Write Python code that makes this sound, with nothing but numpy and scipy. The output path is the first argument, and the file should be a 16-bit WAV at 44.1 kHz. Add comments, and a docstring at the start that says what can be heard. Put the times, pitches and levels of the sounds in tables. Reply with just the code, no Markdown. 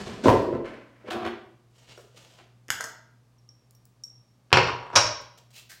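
"""A jar out of the bathroom drawer

A small tiled bathroom, one microphone, room air and a faint mains hum (filtered noise, sines) behind it all.
A wooden drawer runs to its stop, things shift inside and a glass jar is taken out; sleeves rustle, the lid
clacks off, nails ping the glass, jar and lid land hard on the counter and two hands rub together.
Sliding is a shower of tiny slips; each blow is a push, a chatter and ringing modes; the tiles add a tail."""
import sys
import numpy as np
from scipy import signal
from scipy.fft import rfft, irfft
from scipy.io import wavfile

SR = 44100
rng = np.random.default_rng(int(sys.argv[2]) if len(sys.argv) > 2 else 0)


def store_pcm(level_fs):
    """Save levels as 16-bit WAV."""
    pcm = np.round(np.clip(level_fs, -1, 1) * 32767).astype(np.int16)
    wavfile.write(sys.argv[1], SR, np.atleast_2d(pcm).T)


N = 255780

# colour of rubbing cloth and skin, and of the small things rattling: f/Hz, level/dB
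RUB_COLOUR = [(250, -7.5), (600, -3), (1200, -8), (2500, -8.5), (4500, -6.5), (7500, -11.5), (10000, -19),
              (16000, -22)]
# colour of a contact on the glass: f/Hz, level/dB
PING_COLOUR = [(600, -43.5), (1200, -34.5), (3500, -29.5), (4900, -25), (5550, 12), (6300, -15.5),
               (8000, -18), (15500, -36)]
# what the glass rings with: f/Hz, relative level/dB, t60/s before ring_length scales it
GLASS_MODES = [(5420, -3, .1), (5505, -4, .24), (5548, -2, .27), (5610, -3, .16), (5730, 0, .07),
               (13150, -22, .13)]
CATCH_S, STOP_S = .235, .28  # the drawer rides into its catch, then stops


def undb(db):
    """Decibels to gain."""
    return 10 ** (np.asarray(db) / 20)


def unit(x):
    """Scale to an energy of one."""
    return x / np.sqrt(np.sum(x ** 2) + 1e-30)


def lookup(points, hz):
    """Read a table on a log-frequency axis."""
    f, value = np.transpose(points)
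    return np.interp(np.log(hz), np.log(f), value)


def add(track, s, sound):
    """Mix a sound into the track at a time."""
    start = int(s * SR)
    part = sound[max(-start, 0):N - start]
    track[max(start, 0):max(start, 0) + len(part)] += part


def coloured(x, points, tilt=0, size=4096):
    """Causal filter with a given spectrum, tilted around 1 kHz in dB per octave."""
    hz = np.maximum(np.arange(size // 2 + 1) * SR / size, 1)
    octaves = np.log2(np.maximum(hz, 250) / 1000)  # the tilt levels out below 250 Hz
    # folding the cepstrum gives minimum phase, so the energy comes early
    cepstrum = irfft(np.log(undb(lookup(points, hz) + tilt * octaves)))
    cepstrum[1:size // 2] *= 2
    cepstrum[size // 2 + 1:] = 0
    impulse = irfft(np.exp(rfft(cepstrum)))
    return signal.fftconvolve(x, impulse)


def fade(t, t60):
    """Exponential decay, 60 dB down after t60."""
    return np.exp(-np.log(1000) * t / t60)


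def room(dry, wet_db, build_s=0.00045, count=40):
    """Tiles close by: a dense noise tail that builds within about a millisecond and dies band by band."""
    # decay of the tiled room: f/Hz, t60/s
    decay = [(60, 0.5), (250, 0.6), (700, 0.59), (1500, 0.54), (3000, 0.54), (5500, 0.49), (9000, 0.27),
             (15000, 0.35)]
    t = np.arange(SR) / SR
    hz = np.arange(SR // 2 + 1)
    edges = np.geomspace(30, SR / 2, count + 1)
    noise, tail = rfft(rng.standard_normal(SR)), 0
    for lo, hi in zip(edges, edges[1:]):
        band = irfft(noise * ((hz >= lo) & (hz < hi)), SR)
        build = 1 - np.exp(-(t / build_s) ** 2)
        shape = fade(t, lookup(decay, np.sqrt(lo * hi))) * build
        # each band's energy goes by its width
        tail = tail + unit(band * shape) * np.sqrt(2 * (hi - lo) / SR)
    return dry + undb(wet_db) * signal.fftconvolve(dry, tail)[:N]


def blows(rows, colour, modes, contact_s, chatter_db, ring_db=0, ring_length=1):
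    """Each blow is a sharp push and a few ms of chatter at the contact, and sets the modes ringing."""
    out, t = np.zeros(N), np.arange(SR // 2) / SR
    for s, db, tilt in rows:
        chatter = unit(rng.standard_normal(len(t)) * np.exp(-t / contact_s))
        force = undb(chatter_db) * chatter
        force[0] += 1
        crack = unit(coloured(force, colour, tilt)[:len(t)])
        ring = np.zeros(len(t))
        for hz, mode_db, t60 in modes:
            # the place of the blow decides how strongly each mode speaks
            gain = undb(mode_db + tilt * np.log2(hz) + 2 * rng.standard_normal()) * rng.choice([-1, 1])
            ring += gain * np.sin(2 * np.pi * hz * t) * fade(t, t60 * ring_length)
        hit = unit(crack + undb(ring_db) * unit(ring))
        # the level is the rms the blow would have if packed into 8 ms
        add(out, s, undb(db) * hit * np.sqrt(.008 * SR))
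    return out


def bouncing(rows, lead_s, touch_db, gap_s, drop_db, dull_db, count, uneven=.06):
    """A light touch comes just before each blow; rebounds follow at uneven gaps, stepping in level and tilt."""
    contacts = []
    for s, db, tilt in rows:
        contacts.append((s - lead_s, db + touch_db, tilt - dull_db))
        for k in range(count + 1):
            contacts.append((s, db - k * drop_db, tilt - k * dull_db))
            s = s + gap_s * np.exp(uneven * rng.standard_normal())
    return contacts


def friction(colour, slips_per_s, spread_db, tilt=0):
    """A shower of tiny slips of uneven size under a wavering grip, with an rms of one."""
    grip_per_s, grip_db = 80, 2.5  # sliding things catch and let go, which shakes the level
    chance, size = rng.random(N), rng.standard_normal(N)
    push, grip = rng.standard_normal(N), rng.standard_normal(N)
    grip = np.interp(np.arange(N) / SR * grip_per_s, np.arange(N), grip)
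    happens = chance < slips_per_s / SR
    slips = happens * undb(spread_db * size + grip_db * grip) * np.sign(push)
    return unit(coloured(slips, colour, tilt)[:N]) * np.sqrt(N)


def stroke(start, end, db, attack_s, release_s, sag_db_per_s=0):
    """Gain of one sliding movement: it swells, holds, sags or grows, and is released."""
    t = np.arange(N) / SR
    edges = np.clip((t - start) / attack_s, 0, 1) * np.clip((end - t) / release_s, 0, 1)
    return edges * undb(db - sag_db_per_s * np.clip(t - start, 0, end - start))


def along(curve, edge_s=.004):
    """Gain that follows a level curve, fading to silence at its ends."""
    s, db = np.transpose(curve)
    return undb(np.interp(np.arange(N) / SR, s, db)) * stroke(s[0], s[-1], 0, edge_s, edge_s)


def resonating(x, resonances, sharpness):
    """Friction also excites broad resonances of the things in touch."""
    body = 0
    for hz, db in resonances:
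        peak = signal.iirpeak(hz, sharpness, fs=SR)
        body = body + undb(db) * unit(signal.lfilter(*peak, x + 1e-18))
    return x + body * np.sqrt(np.sum(x ** 2))


def background():
    """Still room air is steady filtered noise; the mains hum is a few steady sines."""
    # colour of the room air: f/Hz, level/dB
    air_colour = [(18, -47.5), (30, -18), (64, -17.5), (93, -17), (124, 1), (145, -10.5), (170, -10),
                  (287, -17), (1190, -26), (1350, -29.5), (3140, -33.5), (5590, -34), (16000, -47)]
    # mains hum: f/Hz, rms level/dB
    hum_lines = [(60, -77), (120, -61.5), (240, -79), (1200, -87.5)]
    t = np.arange(N) / SR
    air = coloured(rng.standard_normal(N + SR), air_colour)[SR:SR + N]
    hum = sum(undb(db) * np.sqrt(2) * np.sin(2 * np.pi * (hz * t + rng.random())) for hz, db in hum_lines)
    return undb(-65) * unit(air) * np.sqrt(N) + hum


def sleeve():
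    """Knitted cloth drags over the drawer's edge as the arm comes out; its treble comes and goes."""
    # the rustle, before the trims below: t/s, level/dB, treble against that level/dB
    rustle = [(1.7, -77, -10.5), (1.764, -62.5, -10), (1.866, -59.5, -15), (1.914, -48.5, -22),
              (1.946, -58.5, -14), (1.994, -60, -3), (2.118, -71, -12.5), (2.162, -60.5, -12),
              (2.17, -53, -18), (2.186, -55, -12), (2.304, -58, -13.5), (2.372, -63, -12),
              (2.394, -59, -18.5), (2.45, -66, -28)]
    # broad resonances of the cloth: f/Hz, level over the plain rustle/dB
    resonances = [(2900, -7), (6300, -21.5)]
    treble_hz = 7900
    s, db, treble_db = np.transpose(rustle)
    cloth = friction(RUB_COLOUR, slips_per_s=2200, spread_db=2.0, tilt=-1.4)
    body = signal.sosfilt(signal.butter(4, treble_hz, fs=SR, output="sos"), cloth)
    fibres = signal.sosfilt(signal.butter(4, treble_hz, "highpass", fs=SR, output="sos"), cloth)
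    body = resonating(body * along(np.c_[s, db]), resonances, sharpness=3.4)
    treble = unit(fibres) * np.sqrt(N) * along(np.c_[s, db + treble_db])
    return undb(-4) * body + undb(-3.5) * treble


def hands():
    """Cloth and skin give a fine, soft hiss, coloured by the folds and hollows between them."""
    # fingers brushing briefly: t/s, level/dB before the trim below, tilt/dB per octave
    brushes = [(2.167, -56, 0), (5.21, -54.5, 0), (5.374, -53.5, 0), (5.504, -60.5, 1.5)]
    # palms rubbing: start t/s, attack/s, level/dB before the trim, resonance of the hollow between them f/Hz
    palm_rubs = [(5.524, 0.077, -46.5, 2720), (5.69, 0.0074, -51.5, 1700)]
    brush_s, rub_s, rub_release_s = 0.019, 0.11, 0.082
    fingers = 0
    for s, db, tilt in brushes:
        brush = friction(RUB_COLOUR, slips_per_s=3000, spread_db=2.5, tilt=tilt)
        fingers = fingers + brush * stroke(s, s + brush_s, db, attack_s=.002, release_s=.008)
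    skin = friction(RUB_COLOUR, slips_per_s=3300, spread_db=2, tilt=3.2)
    palms = 0
    for s, attack_s, db, hz in palm_rubs:
        rub = skin * stroke(s, s + rub_s, db, attack_s, rub_release_s)
        palms = palms + resonating(rub, [(hz, -4)], sharpness=5.4)
    return room(sleeve() + undb(0.5) * (fingers + palms), wet_db=-2.5)


def jar_in_hand():
    """Held near the microphone: sharp clacks of the lid, and drier pings and ticks of the nails."""
    # the lid letting go and clacking against the rim: t/s, level/dB, tilt/dB per octave
    lid_clacks = [(2.6833, -49.5, 4), (2.689, -44, -9), (2.7038, -21.5, 1)]
    # the loosened lid wobbling on the rim: t/s, level/dB, tilt/dB per octave
    lid_wobbles = [(2.808, -29, 0), (2.841, -32, 1)]
    # fingernails and small knocks on the glass: t/s, level/dB, tilt/dB per octave
    glass_pings = [(1.977, -59, 5), (3.384, -66.5, 1.5), (3.490, -49.5, -6), (3.7504, -58.5, 17),
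                   (4.0372, -35, -0.5)]
    # dry fingernail ticks: t/s, level/dB, tilt/dB per octave
    nail_ticks = [(3.709, -59, 1), (3.8541, -57.5, 5)]
    # colours of the clack, the wobble and the nail: f/Hz, level/dB
    clack_colour = [(45, -17), (110, -6.5), (250, -13.5), (600, -15.5), (1200, -7), (1800, 1.5),
                    (2500, -6.5), (3300, -3.5), (4100, -19), (5300, -2), (6900, -7.5), (8500, -17),
                    (14000, -21), (16000, -36)]
    wobble_colour = [(100, -39), (380, -15), (560, -5.5), (800, -9), (1400, 4), (1900, -3), (2600, -19),
                     (6500, -7.5), (9000, -16.5), (16000, -30)]
    nail_colour = [(1500, -40.5), (4000, -2), (6500, 2), (15000, 0)]
    # what lid and jar ring with: f/Hz, relative level/dB, t60/s
    clack_modes = [(565, -5, .2), (904, -9, .25), (1314, -2, .25), (1440, -1, .18), (1600, 1, .2),
                   (1960, -6, .12), (6820, -9, .12), (11650, -20, .14), (14200, -16, .1)]
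    clacks = blows(lid_clacks, clack_colour, clack_modes, contact_s=.0015, chatter_db=1, ring_db=-16)
    rocking = bouncing(lid_wobbles, lead_s=0.0053, touch_db=-10, gap_s=0.0061, drop_db=12, dull_db=7, count=1)
    wobbles = blows(rocking, wobble_colour, clack_modes, contact_s=0.0031, chatter_db=8.0, ring_db=-4.5)
    pings = blows(glass_pings, PING_COLOUR, GLASS_MODES, contact_s=.003, chatter_db=0, ring_db=0,
                  ring_length=.7)
    ticks = blows(nail_ticks, nail_colour, [], contact_s=.0012, chatter_db=5)
    return room(clacks + wobbles, wet_db=-2.0) + room(pings + ticks, wet_db=-6.5)


def runners():
    """Already moving at the start, the drawer grows quieter and duller as it slows; the catch grinds briefly."""
    # colour of wood on the runners: f/Hz, level/dB
    runner_colour = [(24, -33.5), (40, -8), (142, -9), (173, 0.5), (329, -11), (432, -5), (466, -12),
                     (693, -16), (1170, -19.5), (1420, -22), (4030, -26.5), (7680, -36.5), (15000, -61)]
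    start_s, run_db, catch_db = -.02, -36.5, -29.5
    treble_hz, bass_sag, treble_sag = 1500, 22.5, 47  # sags in dB per second: the treble fades first
    noise = friction(runner_colour, slips_per_s=2600, spread_db=0.5, tilt=.9)
    bass = signal.lfilter(*signal.butter(1, treble_hz, fs=SR), noise)
    run = 0
    for part, sag in [(bass, bass_sag), (noise - bass, treble_sag)]:
        run = run + part * stroke(start_s, STOP_S, run_db, attack_s=.008, release_s=0.00985, sag_db_per_s=sag)
    return run + noise * stroke(CATCH_S, STOP_S, catch_db, attack_s=.008, release_s=0.0075)


def rattle():
    """Small things shake against each other as the drawer brakes: harder up to the stop, then settling."""
    peak_db, rise_db_per_s, sag_db_per_s = -38.5, 171.5, 111
    t = np.arange(N) / SR
    db = peak_db - np.maximum(rise_db_per_s * (STOP_S - t), sag_db_per_s * (t - STOP_S))
    return friction(RUB_COLOUR, slips_per_s=2000, spread_db=3.5, tilt=-2.5) * undb(db) * (t > CATCH_S)


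def drawer():
    """Low down behind the counter: wood thuds and rings, its contents bump, roll and scrape, the room answers."""
    # the drawer hitting its stop and its contents following: t/s, level/dB, tilt/dB per octave
    drawer_blows = [(.258, -10.5, -3.5), (.283, -9, -1), (.329, -19, -2.5), (.528, -26.5, -4),
                    (.551, -29.5, -3.5)]
    # a box bumping about inside: t/s, level/dB, tilt/dB per octave
    box_bumps = [(1.108, -31.5, 3.5), (1.148, -30, -4.5), (1.216, -38.5, -8), (1.251, -29, 0),
                 (2.388, -52, 1.5)]
    # soft nudges against the wood: t/s, level/dB, tilt/dB per octave
    soft_nudges = [(1.042, -43, -6), (1.0705, -40.5, -2), (1.082, -34.5, -9), (1.977, -43.5, 8.5),
                   (2.145, -56, -3)]
    # things scraping past each other: t/s, level/dB before the trim below
    scrape_level = [(0.642, -43), (0.66, -39), (0.732, -47.5), (0.742, -47), (0.906, -66), (1.02, -59.5),
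                    (1.066, -49.5), (1.08, -39), (1.1, -41)]
    # colours of drawer, box, nudge, rolling container and scrape: f/Hz, level/dB
    drawer_colour = [(21, -51), (35, -19), (121, -13), (207, -14), (234, -11), (302, -5), (465, -6.5),
                     (663, -3.5), (734, -19), (970, -10), (1460, -22), (2810, -29.5), (15000, -57)]
    box_colour = [(29, -54), (50, -18.5), (107, -10), (150, -23.5), (236, -0.5), (272, -13.5), (362, 8),
                  (460, -7), (707, -2), (856, -9), (1140, -10.5), (1520, -13), (3340, -19.5), (5250, -34.5),
                  (15000, -57)]
    nudge_colour = [(80, -19), (250, -13), (400, 7.5), (600, 3.5), (800, -20.5), (1400, -19), (3000, -49),
                    (15000, -100)]
    roll_colour = [(40, -15), (120, -8), (230, -11), (350, 6.5), (570, -5.5), (720, -15), (1050, -18),
                   (1500, -36.5), (2700, -36), (8000, -74.5)]
    scrape_colour = [(120, -47), (200, -1.5), (272, 0.5), (358, -13), (447, -7), (609, -1.5), (761, -9),
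                     (2020, -8.5), (12000, -47), (15600, -81), (22000, -120)]
    # what drawer and box ring with: f/Hz, relative level/dB, t60/s before ring_length scales it
    drawer_modes = [(106, -8, 0.19), (259.7, 0, 0.51), (366.4, 5, 0.19), (554, -1.5, 0.82),
                    (700.7, -9, 0.073), (735, -1.5, .23), (897, -2, .25), (1160, -23.5, .3)]
    box_modes = [(251.3, -16, 0.083), (393, 19, 0.17), (409, -27.5, .2), (687.4, 18.5, 0.16),
                 (1094, 1, 0.067), (2030, -28.5, 0.17), (2980, -15.5, 0.36), (3520, -24.5, 0.12)]
    # what the dragged box resonates with: f/Hz, level over the plain scrape/dB
    drag_resonances = [(240, 1), (356, 3.5), (706, 7.5), (1120, 5)]

    stops = bouncing(drawer_blows, lead_s=0.011, touch_db=-11.5, gap_s=.0085, drop_db=4.5, dull_db=-0.7, count=2)
    thuds = blows(stops, drawer_colour, drawer_modes, contact_s=0.0049, chatter_db=3, ring_db=-6,
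                  ring_length=0.74)
    tumbles = bouncing(box_bumps, lead_s=0.0044, touch_db=-7.5, gap_s=0.011, drop_db=1.5, dull_db=-0.6, count=2)
    bumps = blows(tumbles, box_colour, box_modes, contact_s=.006, chatter_db=15.5, ring_db=-10.0)
    nudges = blows(soft_nudges, nudge_colour, [], contact_s=0.02, chatter_db=4)
    # a container rolls over the drawer bottom and loses speed
    roll = friction(roll_colour, slips_per_s=320, spread_db=5.5)
    roll = roll * stroke(0.32, .65, -30.5, attack_s=.015, release_s=.015, sag_db_per_s=21.5)
    scrape = friction(scrape_colour, slips_per_s=1200, spread_db=-0.4, tilt=-0.17) * along(scrape_level)
    # the box is dragged from one bump to the next
    drag = friction(box_colour, slips_per_s=800, spread_db=3, tilt=2.6)
    drag = drag * stroke(1.105, 1.31, -50.5, attack_s=0.0092, release_s=0.075)
    drag = resonating(drag, drag_resonances, sharpness=9.7)
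    knocks = thuds + bumps + nudges
    sliding = runners() + rattle() + roll + undb(-1.7) * scrape + drag
    return room(knocks + sliding, wet_db=-1.0)


def skidding():
    """The jar's base judders over the counter: it sticks and slips, harder as it goes."""
    # skids: start t/s, end t/s, level at the start/dB
    skids = [(4.673, 4.722, -34), (4.814, 4.96, -50.5)]
    # colour of the skid: f/Hz, level/dB
    skid_colour = [(150, -6.5), (600, 1), (1200, -1), (2000, -7.5), (5500, -30), (8000, -32), (16000, -79)]
    # resonance: f/Hz, level over the plain skid/dB
    resonances = [(1040, 4)]
    judder_hz, growth_db_per_s = 26.6, 11
    t = np.arange(N) / SR
    push = 0
    for start, end, db in skids:
        gain = stroke(start, end, db, attack_s=.004, release_s=.004, sag_db_per_s=-growth_db_per_s)
        push = push + gain * np.sin(np.pi * judder_hz * (t - start)) ** 2
    noise = friction(skid_colour, slips_per_s=450, spread_db=2.7, tilt=.4)
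    return resonating(push * noise, resonances, sharpness=3.0)


def glass_ring(knocks, share_db):
    """The glass sings after a knock; dull knocks hardly reach its pitch."""
    octaves = np.log2(GLASS_MODES[0][0] / 1000)
    rows = [(s, db + share_db + tilt * octaves, 0) for s, db, tilt in knocks]
    return blows(rows, PING_COLOUR, GLASS_MODES[:5], contact_s=.002, chatter_db=0, ring_db=30, ring_length=1.5)


def counter():
    """Jar and lid strike the hard top, which booms along with them; between the blows the jar skids."""
    # the jar set down and rocking: t/s, level/dB, tilt/dB per octave
    jar_knocks = [(4.505, -52.5, -1.5), (4.5282, -7.5, -0.5), (4.5716, -11.5, -1), (4.673, -32, 0)]
    # the lid set down after it: t/s, level/dB, tilt/dB per octave
    lid_knocks = [(4.931, -37.5, -6.5), (4.9597, -11.5, 0.5)]
    # colours of jar and lid on the top: f/Hz, level/dB
    jar_colour = [(35, -18.5), (80, -9), (120, -4), (260, -17), (380, -8), (1000, -4.5), (1400, -4.5),
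                  (2600, -7), (3600, -12), (5600, -15), (6600, -28.5), (8000, -32), (10000, -49),
                  (15000, -54)]
    lid_colour = [(35, -12), (115, -14), (240, -23), (420, -12), (600, -2.5), (800, -11.5), (980, 0),
                  (1400, -6.5), (2400, -8.5), (4500, -12), (5600, -3.5), (6500, -13.5), (9000, -25),
                  (15500, -53.5)]
    # what the counter rings with: f/Hz, relative level/dB, t60/s
    counter_modes = [(118, -5, .25), (366, -8, .2), (565, -5, .25), (965, 2, .4), (1035, -1, .15),
                     (1275, 0, .13), (1790, -5, .08), (2078, 1, .09), (2600, 0, .08), (3055, -2, .1),
                     (3540, -4, .08), (4960, -8, .07), (6930, -17, .06), (7920, -19, .06)]
    jar_contacts = bouncing(jar_knocks, lead_s=.0102, touch_db=-28, gap_s=.014, drop_db=8.5, dull_db=3.5, count=1)
    lid_contacts = bouncing(lid_knocks, lead_s=0.0043, touch_db=-9, gap_s=.0052, drop_db=1.5, dull_db=1.06,
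                            count=3)
    jar = blows(jar_contacts, jar_colour, counter_modes, contact_s=.004, chatter_db=6, ring_db=-7.5)
    lid = blows(lid_contacts, lid_colour, counter_modes, contact_s=.006, chatter_db=8, ring_db=-13)
    glass = glass_ring(jar_contacts, share_db=-21.5) + glass_ring(lid_contacts, share_db=-10)
    return room(jar + lid + glass + skidding(), wet_db=-1.5)


def scene():
    """Everything at one microphone."""
    return (background() + hands() + jar_in_hand() + drawer() + counter())[None]


def record(dry):
    """The microphone drops the deepest bass, rounds the loudest peaks and cuts the top."""
    thin = signal.sosfilt(signal.butter(6, 40, "highpass", fs=SR, output="sos"), dry)
    rounded = thin / (1 + thin ** 4) ** .25
    return signal.sosfilt(signal.ellip(8, .2, 70, 16200, fs=SR, output="sos"), rounded)


dry = scene()
out = record(dry)
store_pcm(out)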